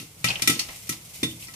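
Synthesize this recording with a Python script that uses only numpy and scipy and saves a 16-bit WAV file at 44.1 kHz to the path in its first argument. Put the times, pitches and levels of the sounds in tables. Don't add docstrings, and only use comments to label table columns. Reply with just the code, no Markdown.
import sys
import numpy as np
from scipy import signal
from scipy.fft import rfft, irfft
from scipy.io import wavfile
from scipy.ndimage import uniform_filter1d, map_coordinates

SR = 44100
rng = np.random.default_rng(int(sys.argv[2]) if len(sys.argv) > 2 else 0)


def boost_factor(decibels):
    exponent = np.asarray(decibels, float) / 20
    return 10 ** exponent


def pcm_store(signal):
    levels = np.round(np.clip(np.atleast_2d(signal), -1, 1) * 32767)
    wavfile.write(sys.argv[1], SR, levels.astype(np.int16).T)


N = 68355


def unit(x):
    return x / np.sqrt(np.mean(x ** 2) + 1e-20)


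def along(points, hz):
    point_hz, value = np.transpose(points)
    return np.interp(np.log(hz + 1), np.log(point_hz + 1), value)


def add(track, start_s, sound):
    i = round(start_s * SR)
    part = sound[:, max(-i, 0):N - i]
    track[:, max(i, 0):max(i, 0) + part.shape[1]] += part


def wobble(rate_hz):
    knots = rng.standard_normal(int(N * rate_hz / SR) + 4)
    return map_coordinates(knots, [np.arange(N) * rate_hz / SR])


# pitch_hz, correlation (0 to 1)
ALIKE = [(100, 0.98), (250, 0.96), (600, .5), (1650, 0.06), (5000, 0)]


def rush(pair, colour_db):
    size = pair.shape[1]
    hz = np.fft.rfftfreq(size, 1 / SR)
    turn = np.arccos(np.clip(along(ALIKE, hz), -1, 1)) / 2
    spectra = rfft(pair) * boost_factor(colour_db(hz)) * [np.cos(turn), np.sin(turn)]
    mid, side = irfft(spectra, size)
    return unit(np.array([mid + side, mid - side]))


MODE_SCATTER_DB = 1
FLUTTER_S, FLUTTER_RAD = .006, .4


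def ring(hz, modes, weight_db, rise_s):
    columns = np.vstack([hz, np.transpose(modes)])
    hz, db, t60_s, pan_db, lead_rad = (c[:, None] for c in columns)
    t = np.arange(SR // 4) / SR
    side = np.array([.5, -.5])[:, None, None]
    level_db = db + weight_db(hz) + MODE_SCATTER_DB * rng.standard_normal(hz.shape) - 60 * t / t60_s
    knots = rng.standard_normal((len(hz), int(t[-1] / FLUTTER_S) + 2))
    drift = np.array([np.interp(t / FLUTTER_S, np.arange(len(k)), k - k[0]) for k in knots])
    flutter = FLUTTER_RAD * drift * np.minimum(hz / 2500, 1)
    waves = np.sin(2 * np.pi * hz * t + flutter + side * lead_rad)
    return (boost_factor(level_db) * boost_factor(side * pan_db) * waves).sum(1) * (1 - np.exp(-t / rise_s)) ** 2


CONTACT_S, KNOCK_T60_S = 0.00038, 0.05


def struck(blows, modes_hz, modes):
    out = np.zeros((2, N))
    t = np.arange(SR // 10) / SR
    for start_s, level_db, centre_hz, spread_oct, *knock_db in blows:
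        near_db = lambda hz: -6 * (np.log2((hz + 1) / centre_hz) / spread_oct) ** 2
        add(out, start_s, boost_factor(level_db) * ring(modes_hz, modes, near_db, CONTACT_S))
        if knock_db:
            knock = rush(rng.standard_normal((2, len(t))), near_db) * (1 - np.exp(-t / CONTACT_S))
            add(out, start_s, boost_factor(knock_db[0] - 60 * t / KNOCK_T60_S) * knock)
    return out


# pitch_hz, level_db
STEAM = [(300, -29.5), (520, -15.5), (950, -12), (1600, -13.5), (2000, -5.5), (4800, -7.5), (11200, -4.5),
         (15500, -15.5)]
WALL_PASS_DB, WALL_WIDTH = 6, 0.019


def through_walls(hz):
    near = sum(1 / (1 + ((hz - c) / (WALL_WIDTH * c)) ** 2) for c in [*POT_HZ, *LID_HZ])
    return along(STEAM, hz) + WALL_PASS_DB * np.minimum(near, 1)


# start_s, level_db, t60_s, brightness_db_per_octave
PUFFS = [(-.02, -32.5, 0.32, 1.5), (0.2421, -24, 0.4, -1.5), (.2853, -30, 0.55, -5),
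         (0.3015, -32, 0.13, -5), (0.394, -36, .1, -5.5), (0.4194, -29, 0.45, -0.5),
         (0.474, -18.5, 0.31, 2.5), (.496, -22, 0.28, 0), (0.5927, -27.5, 0.29, -0.5),
         (.686, -36.5, 0.39, -5.5), (.869, -44, 0.57, 1), (0.8914, -25.5, 0.26, 4),
         (0.923, -36.5, 0.18, -3), (1.2301, -26.5, 0.19, -1), (1.537, -42.5, 0.26, -1.5)]
PUFF_RISE_S, CRACK_DB, CRACK_T60_S = 0.0014, 0.5, 0.042
TREBLE_FASTER = 0.26


def puffs():
    out = np.zeros((2, N))
    t = np.arange(SR // 3) / SR
    for start_s, level_db, t60_s, tilt_db in PUFFS:
        colour_db = lambda hz: through_walls(hz) + tilt_db * np.log2((hz + 1) / 4000)
        hiss = rush(rng.standard_normal((2, len(t))), colour_db)
        dull = uniform_filter1d(hiss, size=5)
        treble = (hiss - dull) * boost_factor(-60 * t / (t60_s * (1 - TREBLE_FASTER)))
        body = dull * boost_factor(-60 * t / t60_s) + treble
        crack = hiss * boost_factor(CRACK_DB - 60 * t / CRACK_T60_S)
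        add(out, start_s, boost_factor(level_db) * (body + crack) * (1 - np.exp(-t / PUFF_RISE_S)))
    return out


# start_s, level_db, favoured_hz, spread_octaves
POT_BLOWS = [
    (-.02, -44.5, 1420, 1.3),
    (.2428, -27, 2060, 0.87),
    (.4198, -35.5, 2840, 0.93),
    (.4745, -24, 2550, 1.08),
    (.495, -31, 1780, 0.9),
    (.69, -48.5, 1860, 0.55),
    (.892, -39, 1730, 0.85),
    (1.2305, -35, 2000, 0.46),
    (1.232, -26, 3670, 0.13),
    (1.484, -47, 1600, 0.88),
]
POT_HZ = [810, 1050, 1313, 1937, 2085, 2386, 2967, 3591, 5055, 5378, 5430, 6300]
# level_db, t60_s, left_right_db, left_lead_rad
POT = [(-18, 0.045, 0, 2), (-8, 0.2, 9, 2), (1.5, 0.19, 2.5, -1.05), (4, 0.11, 9, 1.45),
       (3.5, 0.13, 1.5, 4), (5.5, 0.066, 15.5, -2), (-7, 0.24, 11, 0.5), (6, 0.19, -4, 3.61),
       (-21, 0.12, -8, -6), (2, 0.08, 1, -6), (4, 0.084, 24, -1), (-7, 0.084, -13, -23)]


def pot_blows():
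    return struck(POT_BLOWS, POT_HZ, POT)


# start_s, level_db, high_mode_lean_db_per_octave
THUMPS = [(-.01, -41.5, 2.5), (.025, -45.5, 3), (.243, -30, -7.5), (0.296, -39, -9.5), (.42, -36.5, -2),
          (.476, -32, 5), (0.4937, -26.5, 2.5), (0.561, -46.5, 10), (.69, -58, 11), (0.893, -33.5, -0.5),
          (1.2292, -26, 3), (1.285, -42.5, 0), (1.325, -44.5, -3), (1.483, -56, 3.5), (1.528, -53.5, -0.5)]
AIR_HZ = [122, 165, 240, 282, 320, 460, 560]
# level_db, t60_s, left_right_db, left_lead_rad
AIR = [(0.5, 0.19, -0.5, -0.13), (4, 0.12, 0.5, -0.21), (-0.5, 0.17, -5, 0.3), (3.5, 0.098, 2, -0.093),
       (-4.5, 0.2, 2.5, 0.32), (-11.5, 0.12, -10.5, 0.03), (-11, 0.045, -10, -0.24)]
PUSH_DB, PUSH_T60_S, THUMP_RISE_S = 6, .032, 0.0017


def thumps():
    out = np.zeros((2, N))
    for start_s, level_db, lean_db in THUMPS:
        push = ring([270], [(PUSH_DB, PUSH_T60_S, 0, 0)], lambda hz: lean_db, THUMP_RISE_S)
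        boom = ring(AIR_HZ, AIR, lambda hz: lean_db * np.log2(hz / 190), THUMP_RISE_S)
        add(out, start_s, boost_factor(level_db) * (push + boom))
    return out


# start_s, ring_db, favoured_hz,
# spread_octaves, knock_db
LID_TICKS = [(-.008, -36.5, 2900, 0.42, -58), (.244, -55, 3480, 1.46, -20.5),
             (.273, -25.5, 2860, 0.38, -25), (.2853, -32, 4430, 0.24, -20), (.3022, -23, 2720, 0.48, -21),
             (.3561, -36, 2900, 0.31, -23.5), (.367, -58, 2800, 0.078, -37),
             (.4205, -31, 5800, 1.03, -16.5), (.475, -43, 5650, 0.88, -14), (.553, -41, 4000, 0.65, -31),
             (.5926, -24, 4970, 0.71, -22), (.8924, -39, 5900, 0.18, -28), (.927, -56, 4270, 0.42, -38),
             (1.232, -59, 3260, .8, -40), (1.3104, -41, 3200, 0.15, -39), (1.4242, -45, 2970, 0.48, -39),
             (1.47, -42, 5250, 0.29, -44), (.2435, -60, 539, 0.18, -30.5)]
LID_HZ = [2544, 2750, 3198, 3850, 4313, 4457, 5140, 5440, 5794, 5916, 6788, 8678]
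# level_db, t60_s, left_right_db, left_lead_rad
LID = [(0, .07, 12, -.1), (-2, .12, 5, 1), (-4, .1, -2, -1.6), (-10, .06, 0, 1), (-4, .05, -8, -1.7),
       (-1, .12, 10, 1.8), (-3, .16, 6, -2.2), (-8, .1, 0, .3), (-5, .1, 1, -2.9), (-10, .15, 0, 1),
       (-9, .12, -5, -2.2), (-14, .07, -4, 1.6)]


def lid_ticks():
    return struck(LID_TICKS, LID_HZ, LID)


# time_s, level_db
SIZZLE = [(0, -51), (.2, -47.5), (.55, -41), (.8, -42.5), (.98, -46), (1.131, -44.5), (1.141, -39),
          (1.2, -41.5), (1.23, -40.5), (1.39, -45.5), (1.405, -41), (1.44, -39), (1.464, -44),
          (1.55, -45.5)]
# pitch_hz, level_db
FIZZ = [(1200, -26), (1700, -29), (2060, -4), (3850, -7), (5500, -5.5), (8800, -4.5), (15500, -9)]


def sizzle():
    time_s, level_db = np.transpose(SIZZLE)
    spikes = boost_factor(np.minimum(3 * rng.exponential(size=(2, N)), 14))
    fizz = rush(spikes * rng.standard_normal((2, N)), lambda hz: along(FIZZ, hz))
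    swell_db = np.interp(np.arange(N) / SR, time_s, level_db)
    return boost_factor(swell_db + 1.16 * wobble(59.96)) * fizz


# pitch_hz, level_db
BURNER = [(25, 1), (48, -15), (76, -4), (165, -1.5), (215, -17), (474, -18), (1000, -22), (1900, -25.5),
          (2600, -65)]
BURNER_DB = -50


def burner():
    rumble = rush(rng.standard_normal((2, N)), lambda hz: along(BURNER, hz))
    return boost_factor(BURNER_DB + 0.9 * wobble(12.7)) * rumble


def fading(t60_of_hz, size):
    hz, t, z = signal.stft(rng.standard_normal((2, size)), SR, nperseg=256)
    z = z * boost_factor(-60 * t / t60_of_hz(hz + 1)[:, None])
    return signal.istft(z, SR, nperseg=256)[1][:, :size]


# pitch_hz, t60_s
KITCHEN = [(150, 0.48), (1000, 0.38), (5000, 0.23), (14000, .25)]
KITCHEN_DB, KITCHEN_DELAY_S = -12, .008


def kitchen(x):
    tail = fading(lambda hz: along(KITCHEN, hz), size=SR // 2)
    late = np.pad(x.mean(0), (round(KITCHEN_DELAY_S * SR), 0))[None]
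    wet = signal.fftconvolve(late, tail / np.linalg.norm(tail[0]), axes=1)[:, :N]
    low = uniform_filter1d(wet, size=60)
    return boost_factor(KITCHEN_DB) * (wet - low + low[0])


def scene():
    pops = puffs() + pot_blows() + thumps() + lid_ticks()
    return pops + kitchen(pops) + sizzle() + burner()


def top_cut(x):
    return signal.sosfilt(signal.butter(12, 16330, fs=SR, output="sos"), x)


def record(dry):
    low_cut = signal.butter(2, 53.3, "high", fs=SR, output="sos")
    high_cut = signal.cheby2(10, 50, 15900, fs=SR, output="sos")
    mix = signal.sosfilt(np.vstack([low_cut, high_cut]), dry)
    return top_cut(mix)


dry = scene()
out = record(dry)
pcm_store(out)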